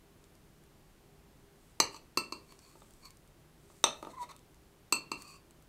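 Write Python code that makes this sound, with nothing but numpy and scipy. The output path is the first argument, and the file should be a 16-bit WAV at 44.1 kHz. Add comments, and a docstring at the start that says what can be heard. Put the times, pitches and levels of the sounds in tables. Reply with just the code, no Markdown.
"""Faint wet ticks of cream come first, over a quiet kitchen; then a steel spoon clinks on the plate.
Clinks are short dying modes of a ceramic plate damped by cream cake, with a crack and a table knock.
Scrapes and rubs are random slips driving modes of spoon and plate; a brief squeak is a locked tone.
Cream is noise ticks over a fine crackle. Scatter and a short room tail answer every contact,
and low room noise with a few narrow bands, and hiss, lie beneath."""
import sys
import numpy as np
from scipy import signal
from scipy.fft import rfft, irfft
from scipy.io import wavfile
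from scipy.ndimage import uniform_filter1d

SR = 44100
rng = np.random.default_rng(int(sys.argv[2]) if len(sys.argv) > 2 else 0)


def wrap_up_sound(samples):
    """Save the sound to the file named by the first command line argument, as 16-bit audio."""
    columns = np.atleast_2d(samples).T
    # keep every value between -1 and 1, then stretch to whole-number steps
    tamed = np.clip(columns, -1, 1)
    steps = np.round(tamed * 32767).astype(np.int16)
    wavfile.write(sys.argv[1], SR, steps)


N = 250488  # samples in the scene

# Where the spoon meets the plate: names in the order of the level columns below
CONTACT_SPOTS = ("rim", "side", "centre", "front")
# Modes of the loaded plate with the spoon on it, before force and dullness:
# f/Hz, t60/s, level at rim/dB, at side/dB, at centre/dB, at front/dB
PLATE_MODES = [(329, 0.016, -6.5, -10, -9, -10), (592, 0.01, -12.5, -21.5, -6, -22.5),
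               (910, 0.027, -14, -27, -13.5, -22.5), (1080, 0.017, -12, -13.5, -18.5, -13.5),
               (1235, 0.013, -12, -22.5, -6, -15.5), (1900, 0.0073, -19.5, -36, -15, -51),
               (2330, 0.013, -19.5, -28, -25, -22.5), (2627, 0.034, -35, -33, -24.5, -23),
               (2810, 0.021, -24, -33, -31, -33.5), (3044, 0.0081, -16, -45, -17, -46),
               (3699, 0.015, -37, -46, -9.5, -44), (4078, 0.03, -17, -28.5, -27, -26.5),
               (4323, 0.023, -15.5, -18, -31.5, -20.5), (4467, 0.032, -18, -19, -33.5, -21),
               (4784, 0.0098, -12.5, -15.5, -30, -16.5), (5700, 0.011, -19.5, -38, -13.5, -43),
               (6100, 0.041, -15.5, -35, -19.5, -27), (6297, 0.018, -23, -26.5, -16.5, -30),
               (6790, 0.011, -16, -23.5, -43, -21.5), (7360, 0.011, -42.5, -28, -22.5, -17.5),
               (7550, 0.0073, -18, -23.5, -23.5, -19), (8050, 0.067, -24, -57, -32.5, -20),
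               (8440, 0.018, -37.5, -38, -26.5, -62), (8850, 0.013, -27, -53, -23, -34),
               (10260, 0.011, -36, -41, -33.5, -40), (10910, 0.0076, -37.5, -39, -52.5, -27),
               (11680, 0.0096, -25, -30, -46.5, -63), (12310, 0.02, -38, -35, -42.5, -24.5),
               (12500, 0.023, -32.5, -41, -54.5, -34), (13517, 0.01, -38.5, -38, -35.5, -44)]
# Longer modes of the spoon and the plate's free edge, before each blow's own gains:
# f/Hz, t60/s, level at rim/dB, at side/dB, at centre/dB, at front/dB
LONG_RING_MODES = [(1311, 0.23, -52, -41.5, -48.5, -47), (2677, 0.11, -60.5, -35.5, -50.5, -37),
                   (2729, 0.13, -61.5, -38.5, -59.5, -30), (3740, 0.053, -71.5, -70, -35, -70),
                   (3530, .15, -72, -76, -44.5, -70), (4200, 0.26, -49, -59, -37.5, -47),
                   (4385, 0.18, -43.5, -57, -59, -35.5), (5980, 0.074, -38, -47, -33.5, -62),
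                   (7600, 0.17, -42, -43, -53.5, -57), (8240, 0.18, -48.5, -39, -56.5, -47),
                   (12800, .12, -53.5, -41, -69, -52)]
# The wooden table under the plate, before force: f/Hz, t60/s, level/dB
TABLE_MODES = [(156.9, 0.24, -53.5), (208, 0.18, -48)]
# Blows: t/s, spot, force/dB, dullness/(dB per kHz), long ring gain/dB, crack level before force/dB
BLOWS = [ (1.801, "rim", -2, 0, -0.5, -20.5), (1.944, "rim", -25, 2, 2, -48),
         (1.963, "rim", -32.5, 0.5, 10, -22), (2.173, "side", -0.5, 0.5, 3, -29),
         (2.3230, "side", -10, 1.1, -0.5, -33.5), (2.522, "side", -27.5, 3, -16, -24),
         (2.754, "centre", -26.5, 12, -8, -47), (2.819, "centre", -31, 4, -8, -42),
         (3.054, "side", -34, -1, -10, -23), (3.7, "centre", -35.5, 3.5, -5.5, -37),
         (3.8400, "centre", -2.5, -0.5, -6.5, -33.5), (4.0269, "centre", -12, 9, -2, -37),
         (4.0485, "centre", -20.5, 4, 5, -37), (4.07, "centre", -12, 11, 1, -42),
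         (4.924, "front", -2, 0, 5, -28), (5.1164, "front", -6, 1.66, 0.5, -33.5)]
# Tone of steel cracking on glaze: f/Hz, level/dB
CRACK_TONE = [(300, -4.5), (2000, 3), (6500, 2), (9000, -1.5), (12500, -2.5), (15500, -12)]
# Pushes along the glaze: t of greatest pressure/s, spot, rise/s, fall/s, level/dB,
# contact stiffness (factor on pitch, before each mode's share), cream crackle relative to the push/dB
PUSHES = [ (1.954, "rim", 0.066, 0.038, -56.5, 1.02, -11), (2.512, "side", 0.044, .04, -64, 0.88, -12),
          (2.655, "side", 0.1, 0.12, -66.5, 0.92, -6), (3.057, "side", 0.048, 0.041, -58, 0.9, -13),
          (4.110, "centre", 0.029, 0.02, -65.5, 0.79, -1), (4.231, "centre", .04, 0.022, -57.5, 0.83, 0.5),
          (4.293, "centre", .005, 0.027, -61.5, .76, -2.5),
          (4.316, "centre", 0.013, 0.0077, -58.5, 0.77, -3),
          (5.214, "front", 0.056, 0.034, -59.5, 1.03, -2), (5.305, "front", 0.098, 0.054, -55.5, 0.97, -10),
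          (5.353, "front", .025, 0.029, -59, 1.1, -12)]
# Bending modes of the spoon pressed on the glaze: f/Hz, nominal width/Hz (doubled in each of two
# filter passes), level/dB, share (exponent) by which pitch follows the stiffness
PRESSED_MODES = [(1118, 84, 6, 0.21), (2554, 107, 2, 0.85), (4545, 173, 3.5, 0.3), (5980, 160, -7, 0.3),
                 (7160, 540, -8.5, 0.41), (7940, 120, -4, 0.087), (8930, 210, -7.5, 0.089),
                 (12200, 2000, -24, 0.18)]
# Stick-slip squeaks: t of firmest grip/s, rise/s, fall/s, level/dB, f at firmest grip/Hz, roughness 0-1
SQUEAK_GRIPS = [(4.139, .01, 0.026, -52.5, 1000, 0.4), (4.181, 0.023, 0.016, -47, 1037, 0.37),
                (4.222, .045, 0.024, -39.5, 969, 0), (4.292, .004, 0.038, -54, 1092, 0.9)]
# Wet ticks of cream parting, before a common size trim: t/s, level/dB
CREAM_TICKS = [(0.241, -45), (.353, -50), (.638, -49), (2.591, -41), (2.805, -47.5), (2.908, -44),
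               (2.937, -47), (3.106, -40), (3.171, -45.5), (3.276, -51), (4.364, -41.5), (4.392, -45),
               (4.545, -49), (5.2216, -31.5), (5.509, -45.5), (5.624, -44)]
# Tone of ticks and crackle: f/Hz, level/dB
CREAM_TONE = [(300, -20.5), (1500, -11.5), (4000, -6.5), (6000, -3.5), (8300, 2), (10500, -7.5),
              (15500, -11)]
# The spoon sinks through cream and sponge: t of fastest cutting/s, rise/s, fall/s, level/dB
CAKE_CUTS = [(1.69, .22, 0.11, -74.5), (2.87, 0.76, 0.33, -71), (3.79, .25, .7, -68.5)]
# How long the room rings: f/Hz, t60/s
ROOM_DECAY = [(200, .38), (530, 0.36), (1390, 0.29), (3680, 0.26), (9700, 0.2), (16000, 0.088)]
# Tone of the room tail: f/Hz, level/dB
ROOM_TONE = [(150, 5.5), (330, -4), (650, 0.5), (1100, -6.5), (2500, 0.5), (4500, -4.5), (8000, -7),
             (14000, -0.5)]
# Spectral shape of still room and microphone hiss: f/Hz, relative level/(dB per Hz)
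AIR_TONE = [(12, -23.5), (22, 0), (50, -0.5), (100, -4.5), (150, -4.5), (220, -7), (320, -8.5), (500, -13),
            (1000, -18), (2200, -23), (6000, -28.5), (12000, -30), (15500, -33.5)]
# Narrow bands of low noise in the room tone: f/Hz, width of each of two filter passes/Hz, level/dB
NARROW_BANDS = [(152, 8.7, -73.5), (339.3, 31, -77.5), (399.8, 6, -74.5), (798, 12, -88.5)]

RING_T = np.arange(SR // 4) / SR  # time since a blow (s)
PRESS_POWER = 1.3  # how sharply the pressure of the hand peaks
GLIDE = 0.09  # share of stiffness lost through a push
WANDER, WANDER_S = 0.035, 0.0197  # spread of the stiffness as a share; spacing of its random points (s)
RUB_DB = 3  # the bowl on the middle of the plate, relative to the push
SAG_HZ_PER_S = 900  # fall of a squeak's pitch
BREAK_ROUGH = 0.93  # roughness added as the grip lets go; the sum stops at 1
SETTLE_DB = -87.5  # faint crackle of the cake between cuts
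AIR_DB = -62  # noise level before the narrow bands are added
EDGE_HZ = 15750  # top of the audible band


def clinks(crack_t60=0.02, room_db=-6.0):
    """Each blow: a brief crack of steel on glaze, the damped plate, a longer ring and a knock of the table."""
    out = np.zeros(N)
    knock = ring(*np.transpose(TABLE_MODES))
    for s, spot, force_db, dullness, ring_db, crack_db in BLOWS:
        crack = coloured(rng.standard_normal(len(RING_T)), CRACK_TONE) * decay(RING_T, crack_t60)
        plate = ring_at(PLATE_MODES, spot, dullness)
        long_ring = gain_of(ring_db) * ring_at(LONG_RING_MODES, spot, dullness)
        blow = plate + long_ring + knock + gain_of(crack_db) * crack
        add(out, s, gain_of(force_db) * in_kitchen(blow, room_db))
    return out


def scrapes(room_db=-6):
    """The dragged edge catches and slips at random; its modes sink and wander as the contact slides."""
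    out = np.zeros(N)
    for s, _, rise_s, fall_s, level_db, stiffness, _ in PUSHES:
        t, pressure = press(rise_s, fall_s)
        wander = np.interp((t + rise_s) / WANDER_S, np.arange(64), rng.standard_normal(size=64))
        sliding = stiffness * (1 - GLIDE * t / (rise_s + fall_s) + WANDER * wander)
        drive = slips(len(t), per_s=900, spread_db=1.5)
        steel = np.zeros(len(t))
        for hz, width, db, share in PRESSED_MODES:
            bent_hz = hz * sliding ** share
            once = resonate(drive, bent_hz, 2 * width)
            steel += gain_of(db) * resonate(once, bent_hz, 2 * width)
        add(out, s - rise_s, evened(steel) * gain_of(level_db) * pressure)
    return in_kitchen(out, room_db)[:N]


def rub(dullness=2, room_db=-4):
    """In the middle of the plate the bowl rubs under the cake: soft slips, each a tiny dull blow."""
    drive = np.zeros(N)
    body = ring_at(PLATE_MODES, "centre", dullness)
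    for s, spot, rise_s, fall_s, level_db, _, _ in PUSHES:
        if spot == "centre":
            t, pressure = press(rise_s, fall_s)
            rubbing = slips(len(t), per_s=1500, spread_db=1)
            add(drive, s - rise_s, rubbing * gain_of(level_db + RUB_DB) * pressure)
    rubbed = signal.fftconvolve(drive, body / np.linalg.norm(body))
    return in_kitchen(rubbed, room_db)[:N]


def squeak(jitter=0.092, overtone_db=-28, rough_lift_db=20, slope_db=-3, room_db=-10):
    """The slips lock onto a plate mode; as the grip breaks they turn uneven and brighter."""
    out = np.zeros(N)
    for s, rise_s, fall_s, level_db, hz, roughness in SQUEAK_GRIPS:
        t, grip = press(rise_s, fall_s)
        rough = np.minimum(roughness + BREAK_ROUGH * np.maximum(t, 0) / fall_s, 1)
        waver = evened(uniform_filter1d(rng.standard_normal(N), size=60))[:len(t)]
        pitch = (hz - SAG_HZ_PER_S * t) * (1 + jitter * rough * waver)
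        angle = 2 * np.pi * np.cumsum(pitch) / SR
        overtones = sum(gain_of(slope_db * (k - 2)) * np.cos(k * angle) for k in (2, 4, 6, 8))
        tone = np.sin(angle) + gain_of(overtone_db + rough_lift_db * rough) * overtones
        # A sine times the root of 2 has rms 1
        add(out, s - rise_s, np.sqrt(2) * gain_of(level_db) * grip * tone)
    return in_kitchen(out, room_db, near_db=-28)[:N]


def cream(t60=0.0075, size_db=-7, room_db=-10):
    """Air pockets snap as cream parts: larger ticks over a fine crackle that swells with each cut and push."""
    ticks = np.zeros(N)
    for s, level_db in CREAM_TICKS:
        snap = evened(coloured(rng.standard_normal(len(RING_T)), CREAM_TONE)) * decay(RING_T, t60)
        add(ticks, s, gain_of(level_db + size_db) * snap)

    # Overlapping swells of crackle add as power
    power = np.full(N, gain_of(SETTLE_DB) ** 2)
    swells = list(CAKE_CUTS)
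    for s, _, rise_s, fall_s, level_db, _, cream_db in PUSHES:
        swells.append((s, rise_s, fall_s, level_db + cream_db))
    for s, rise_s, fall_s, level_db in swells:
        _, pressure = press(rise_s, fall_s)
        add(power, s - rise_s, (gain_of(level_db) * pressure) ** 2)
    crackle = evened(coloured(slips(N, per_s=1800, spread_db=3), CREAM_TONE)) * np.sqrt(power)
    return in_kitchen(ticks + crackle, room_db, near_db=-15.0)[:N]


def in_kitchen(x, wet_db, near_db=-11, near_t60=0.036, build=0.00043):
    """Direct sound, quick scatter off the table and dishes, and the tail of the room."""
    t = np.arange(SR // 2) / SR
    # Sparse random reflections, on about one sample in eight
    present = rng.random((2, len(t))) < 1 / 8
    taps, scatter = rng.choice([-1, 1], (2, len(t))) * present
    # Each frequency band of the tail dies at its own rate
    hz, when, bands = signal.stft(taps, SR, nperseg=256)
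    bands = bands * decay(when, read(ROOM_DECAY, hz)[:, None])
    tail = signal.istft(bands, SR, nperseg=256)[1][:len(t)]
    tail = tail * (1 - np.exp(-np.maximum(t - 0.007, 0) / build))  # starts after 7 ms
    scatter = scatter * (t > 0.002) * decay(t, near_t60)  # starts after 2 ms
    echo = gain_of(wet_db) * coloured(tail / np.linalg.norm(tail), ROOM_TONE)
    echo += gain_of(near_db) * scatter / np.linalg.norm(scatter)
    echo[0] += 1  # direct sound
    return signal.fftconvolve(x, echo)


def air(side_db=-23):
    """Low room noise, narrow bands and hiss as shaped random noise, almost the same in both channels."""
    mid, side = (gain_of(AIR_DB) * evened(coloured(noise, AIR_TONE)) for noise in rng.standard_normal((2, N)))
    for hz, width, db in NARROW_BANDS:
        once = resonate(rng.standard_normal(N), hz, width)
        mid = mid + gain_of(db) * evened(resonate(once, hz, width))
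    return mid + gain_of(side_db) * np.array([side, -side])


def ring_at(modes, spot, dullness):
    """The spot picks the modes; cream under the spoon softens the contact and takes off treble."""
    hz, t60, *levels = np.transpose(modes)
    khz = hz / 1000
    return ring(hz, t60, levels[CONTACT_SPOTS.index(spot)] - dullness * khz)


def ring(hz, t60, db):
    """Dying modes; neighbours swing in opposite senses and each builds up with a two-cycle time constant."""
    signs = (-1) ** np.arange(len(hz))
    cycles = hz[:, None] * RING_T
    swings = np.sin(2 * np.pi * cycles) * (1 - np.exp(-cycles / 2))
    return (signs * gain_of(db)) @ (swings * decay(RING_T, t60[:, None]))


def press(rise_s, fall_s):
    """The hand bears down and lets go: time from the peak (s) and pressure 0-1."""
    t = np.arange(-rise_s, fall_s, 1 / SR)
    ramp = np.interp(t, [-rise_s, 0, fall_s], [0, 1, 0])
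    return t, np.sin(np.pi / 2 * ramp) ** PRESS_POWER


def slips(size, per_s, spread_db):
    """Random tiny impulses of uneven strength and either sign, scaled to rms 1."""
    lift_db = spread_db * np.minimum(rng.exponential(1, N), 3)
    strengths = gain_of(lift_db) * rng.choice([-1, 1], N)
    happens = rng.random(N) < per_s / SR
    return evened((strengths * happens)[:size])


def resonate(x, hz, width):
    """A resonance of gain 1 that follows the curve hz: shift it down to 0 Hz, smooth, shift back."""
    turn = np.exp(2j * np.pi * np.cumsum(hz * np.ones(len(x))) / SR)
    r = np.exp(-np.pi * abs(width) / SR)
    return 2 * (turn * signal.lfilter([1 - r], [1, -r], x / turn)).real


def decay(t, t60):
    """Exponential fade that loses 60 dB in t60 seconds."""
    return np.exp(-np.log(1000) * t / t60)


def coloured(x, points):
    """Filters by a table of f/Hz, level/dB."""
    hz = np.fft.rfftfreq(len(x), 1 / SR)
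    return irfft(rfft(x) * gain_of(read(points, hz)), len(x))


def read(points, hz):
    """Reads a spectrum table on a log-frequency axis."""
    f, value = np.transpose(points)
    return np.interp(np.log(hz + 1), np.log(f), value)  # + 1 keeps the log finite at 0 Hz


def gain_of(db):
    """Decibels to amplitude."""
    return 10 ** (np.asarray(db) / 20)


def evened(x):
    """Scales to rms 1."""
    return x / np.sqrt(np.mean(x ** 2) + 1e-20)


def add(mix, s, sound):
    """Mixes a sound in at time s, cut off at the end of the mix."""
    part = mix[max(round(s * SR), 0):][:len(sound)]
    part += sound[:len(part)]


def scene(side_db=-33):
    """Spoon, plate and cake sit in the middle, over the air of the room."""
    near = clinks() + scrapes() + rub() + squeak() + cream()
    # A faint noisy smear of the sound, opposite in the two channels
    smear = rng.standard_normal(256)
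    side = gain_of(side_db) * signal.fftconvolve(near, smear / np.linalg.norm(smear))[:N]
    return near + np.array([side, -side]) + air()


def record(dry):
    """The band limit of the recorder: a steep low-pass."""
    low_pass = signal.firwin(255, EDGE_HZ, window=("kaiser", 9), fs=SR)
    return signal.oaconvolve(dry, low_pass[None], "same")


dry = scene()
out = record(dry)
wrap_up_sound(out)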